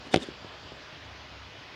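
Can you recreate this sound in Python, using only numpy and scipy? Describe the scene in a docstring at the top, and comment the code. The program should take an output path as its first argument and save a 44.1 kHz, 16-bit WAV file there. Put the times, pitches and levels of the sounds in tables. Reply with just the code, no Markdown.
"""A small plastic stick scrapes, knocks and rattles on a laptop's case as fingers let go of it,
then is nudged a few times. Each blow excites the damped modes of case and stick; a brief bright
hiss swells into the first loud knock. Throughout, the cooling fan drives turbulent air through
the vent: a steady hiss with faint whistles, which dulls a little as the hand moves off.
A low hum wavers beneath it in the workshop."""
import sys
import numpy as np
from scipy import signal
from scipy.fft import rfft, irfft
from scipy.io import wavfile
from scipy.ndimage import uniform_filter1d, map_coordinates

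SR = 44100
rng = np.random.default_rng(int(sys.argv[2]) if len(sys.argv) > 2 else 0)


def transcribe(signal):
    """Save signal, clipped to [-1, 1], as a 16-bit WAV file at the path in sys.argv[1]."""
    frames = np.atleast_2d(signal).T
    limited = np.clip(frames, -1, 1)
    pcm = np.round(limited * 32767).astype(np.int16)
    wavfile.write(sys.argv[1], SR, pcm)


N = 77175
TIME = np.arange(N) / SR
FREQS = np.fft.rfftfreq(N, 1 / SR)

# Resonances of the stick: pitch_hz, width_hz, relative_db
STICK_MODES = [(2920, 250, -3.5), (3595, 380, 0), (4940, 1700, -17), (7120, 730, -15), (9760, 1600, -25)]


def knocks():
    """Impact excitation: each blow clicks and rings case and stick at its own loudness and brightness."""
    # Blows: start_s, case_gain_db, low_hz, top_hz, click_gain_db, click_centre_hz, stick_gain_db
    blows = [(.1382, -17.5, 203, 950, -26, 1290, -55), (0.1421, -3.5, 162, 866, -12.5, 1870, -34),
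             (0.1602, -6, 101, 570, -24, 5000, -18.5), (0.1717, -13, 85.5, 477, -36, 3300, -25.5),
             (0.1773, -15.5, 110, 412, -48, 1500, -33), (0.2859, -16.5, 273, 410, -64, 800, -54),
             (.4455, -28.5, 197, 600, -62, 695, -62), (0.653, -25.5, 70, 140, -80, 600, -75),
             (0.7187, -28, 300, 660, -58, 800, -55), (0.7236, -28, 210, 240, -75, 600, -66)]
    out, case, stick = np.zeros(N), case_ring(), stick_ring()
    for start_s, case_db, low_hz, top_hz, click_db, click_hz, stick_db in blows:
        thud = cut(cut(case, low_hz, "high"), top_hz, "low", order=5)
        add(out, start_s, amp(case_db) * thud)
        add(out, start_s, amp(click_db) * click(click_hz))
        add(out, start_s, amp(stick_db) * stick)
    return out


def case_ring():
    """Modal superposition: the struck case sounds hollow, a sum of damped sinusoids."""
    # Modes of the case: pitch_hz, relative_db, t60_s
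    modes = [(150, -20.5, 0.04), (240, -15, 0.02), (351, -7.5, 0.018), (410, -20.5, 0.065),
             (540, -12, 0.021), (622, -13, 0.028), (751, -7, 0.021)]
    t = TIME[:SR // 5]
    return sum(amp(db - 60 * t / t60) * np.sin(2 * np.pi * hz * t) for hz, db, t60 in modes)


def stick_ring(t60_s=0.008):
    """Free vibration: the stick's bright modes start in alternating polarity and decay together."""
    t = TIME[:SR // 10]
    modes = sum((-1) ** k * amp(db) * np.sin(2 * np.pi * hz * t)
                for k, (hz, _, db) in enumerate(STICK_MODES))
    return amp(-60 * t / t60_s) * modes


def click(centre_hz, t60_s=0.011, ring_db=-21.5, ring_t60_s=0.063, spread_octaves=2.14):
    """Contact transient: a brief burst of plastic chatter is broadband and leaves a faint ring."""
    # Spectrum of the plastic click: frequency_hz, relative_db
    spectrum = [(400, -7), (850, -6.5), (1100, 2.5), (2000, 2), (2650, 2.5), (3000, -1.5), (3700, -3),
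                (4500, -3.5), (6000, -8.5), (9000, -15), (12000, -34), (15500, -53)]
    t = TIME[:SR // 10]
    fade = amp(-60 * t / t60_s) + amp(ring_db - 60 * t / ring_t60_s)
    chatter = rng.standard_normal(len(t)) * fade
    for _ in range(4):  # even out the spectrum, then restore the decay
        flat = irfft(np.exp(1j * np.angle(rfft(chatter))), len(t))
        chatter = np.sign(flat) * fade
    octaves = np.log2((FREQS + 1) / centre_hz)
    colour = spectral_gain(spectrum) * np.exp(-.5 * (octaves / spread_octaves) ** 2)
    sound = signal.fftconvolve(chatter, minimum_phase(colour))[:len(t)]
    return sound * np.linalg.norm(fade) / np.linalg.norm(sound)


def scrapes(sag_per_s=10, grit_db=0.5, grit_s=0.0023, rustle_db=-4):
    """Friction scrapes and a brief hiss: rub, rustle and squeak swell; the squeak sags past each peak."""
    # Scrapes, and a brief bright hiss swelling into the first loud knock:
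    # start_s, peak_s, end_s, rub_db, squeak_db
    swells = [(0.031, 0.071, 0.1, -47, -55.5), (0.107, 0.133, 0.17, -41.5, -41),
              (0.181, 0.234, 0.2516, -39, -42.5), (.24, 0.269, .32, -53, -56.5)]
    # Resonances of the low rubbing: pitch_hz, width_hz, relative_db
    rub_modes = [(255, 79, -2), (376, 65, -3), (540, 230, -9.5)]
    # Spectrum of the dry rustle: frequency_hz, relative_db
    rustle_spectrum = [(500, -18), (1500, 4), (3000, 4.5), (6000, 0.5), (8500, -6), (10500, -13),
                       (12000, -26), (14500, -26), (15500, -35)]
    rub, squeak = (unit(sum(amp(db) * band(hz, width) for hz, width, db in modes))
                   for modes in (rub_modes, STICK_MODES))
    roughness = unit(cut(rng.standard_normal(N), 1 / grit_s, "low"))
    grit = unit(amp(grit_db * roughness))
    rustle = amp(rustle_db) * noise(spectral_gain(rustle_spectrum))
    out = np.zeros(N)
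    for start_s, peak_s, end_s, rub_db, squeak_db in swells:
        swell = np.interp(TIME, [start_s, peak_s, end_s], [0, 1, 0])
        pitch_ratio = np.exp(-sag_per_s * np.maximum(TIME - peak_s, 0))
        sagging = map_coordinates(squeak, [np.cumsum(pitch_ratio)], order=3)
        out += swell * (amp(rub_db) * rub + amp(squeak_db) * grit * (swell * sagging + rustle))
    return out


def fan(hand_leaves_s=0.88, leaving_s=0.17, whistle_rise_db=0.5):
    """Flow noise: broadband vent hiss changes colour as the hand leaves; narrow bands whistle."""
    # Vent spectra with the hand on the laptop and away: frequency_hz, relative_db
    near_spectrum = [(18, -58), (30, -22), (45, -10), (65, 1), (140, -4), (200, -6.5), (390, -6.5),
                     (620, -5.5), (1020, -8), (1700, -7.5), (2300, -11), (3300, -8.5), (4100, -14),
                     (4750, -13), (5500, -20), (6900, -27.5), (7750, -34.5), (8050, -44.5), (11000, -54),
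                     (15500, -59)]
    away_spectrum = [(18, -58), (30, -23), (45, -13), (65, -9), (130, -6.5), (200, -14), (280, -10.5),
                     (480, -13), (620, -10.5), (1500, -12.5), (2100, -12.5), (3200, -13.5), (4100, -17.5),
                     (5000, -19.5), (5500, -23.5), (6850, -32.5), (7100, -38.5), (8050, -48), (11000, -58),
                     (15500, -67)]
    # Fan whistles: pitch_hz, level_db
    tones = [(275, -68.5), (614, -66), (1023, -66.5), (1480, -68), (2519, -66), (2961, -65.5), (3402, -73),
             (8430, -103), (11250, -102)]
    away = np.clip((TIME - hand_leaves_s) / leaving_s + .5, 0, 1)
    air = np.sqrt(1 - away) * airflow(near_spectrum, level_db=-47)  # equal-power crossfade
    air += np.sqrt(away) * airflow(away_spectrum, level_db=-47.5)
    whistles = sum(amp(db) * band(hz, width_hz=46) for hz, db in tones)
    return air + amp(whistle_rise_db * (away - 0.5)) * whistles


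def airflow(spectrum, level_db, patch_depth_db=1.5):
    """Turbulence: hiss fluctuates in faint random patches of frequency and time."""
    cells = signal.stft(noise(spectral_gain(spectrum)), nperseg=512)[2]
    patches = uniform_filter1d(rng.standard_normal(cells.shape), size=7, axis=0)
    patches = unit(uniform_filter1d(patches, size=12, axis=1))
    hiss = signal.istft(cells * amp(patch_depth_db * patches), nperseg=512)[1][:N]
    return amp(level_db) * hiss / np.std(cut(hiss, 200, "high"))  # level applies above the rumble


def hum():
    """Interference: two low tones waver against narrow noise at their own pitch, and swell together."""
    # Tones of the room hum: pitch_hz, width_hz, level_db
    tones = [(68.3, 2.8, -60.5), (99.2, 3.5, -63.5)]
    # Swell of the hum: time_s, gain_db
    swell = [(0, -7), (.4, 3), (.68, -1), (.9, -12), (1.05, 7.5), (1.25, 0.5), (1.34, 9), (1.58, 4.5),
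             (1.7, -10)]
    drone = sum(amp(db) * unit(np.sin(2 * np.pi * (hz * TIME + rng.random())) + band(hz, width))
                for hz, width, db in tones)
    return amp(np.interp(TIME, *np.transpose(swell))) * drone


def room(x, tail_db=-22.5, t60_s=0.18, top_hz=6260):
    """Reverberation: diffuse reflections in the cluttered workshop add a weak, short tail."""
    t = TIME[:SR // 2]
    envelope = amp(-60 * t / t60_s) * np.minimum(t / 0.002, 1)
    tail = cut(rng.standard_normal(len(t)), top_hz, "low") * envelope
    return x + amp(tail_db) * signal.fftconvolve(x, tail / np.linalg.norm(tail))[:N]


def amp(db):
    """Decibels to amplitude ratio."""
    return 10 ** (np.asarray(db) / 20)


def unit(x):
    """Normalisation to rms 1."""
    return x / np.sqrt(np.mean(x ** 2) + 1e-20)


def spectral_gain(points):
    """Gain at FREQS, by interpolating decibels on a log-frequency axis."""
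    hz, db = np.transpose(points)
    return amp(np.interp(np.log(FREQS + 1), np.log(hz + 1), db))


def add(mix, start_s, sound):
    """Superposition of a sound on the mix from start_s."""
    part = mix[max(round(start_s * SR), 0):][:len(sound)]
    part += sound[:len(part)]


def cut(x, hz, kind, order=2):
    """Maximally flat low-pass or high-pass filter."""
    return signal.sosfilt(signal.butter(order, min(hz, SR * .45), kind, fs=SR, output="sos"), x)


def noise(gain):
    """Random-phase noise of rms 1 with the given spectrum."""
    return unit(irfft(gain * np.exp(2j * np.pi * rng.random(len(FREQS))), N))


def band(hz, width_hz):
    """Noise in one steep-sided resonance."""
    return noise(1 / (1 + (2 * (FREQS - hz) / width_hz) ** 2))


def minimum_phase(gain):
    """Shortest causal impulse response with the given spectrum."""
    log_gain = np.log(np.maximum(np.r_[gain, gain[:0:-1]], 1e-5))
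    return np.fft.ifft(np.exp(np.conj(signal.hilbert(log_gain)))).real[:2048]


def scene():
    """Superposition: fan and hum lie under the reverberant knocks and scrapes, in mono."""
    return (fan() + hum() + room(knocks() + scrapes()))[None]


def record(dry, hiss_db=-80, top_hz=15900):
    """Self-noise and bandwidth: the microphone adds faint hiss, then a low-pass limits the treble."""
    noisy = dry + amp(hiss_db) * rng.standard_normal(dry.shape)
    low_pass = signal.firwin(511, top_hz, window=("kaiser", 9), fs=SR)
    return signal.oaconvolve(noisy, low_pass[None], "same")


dry = scene()
out = record(dry)
transcribe(out)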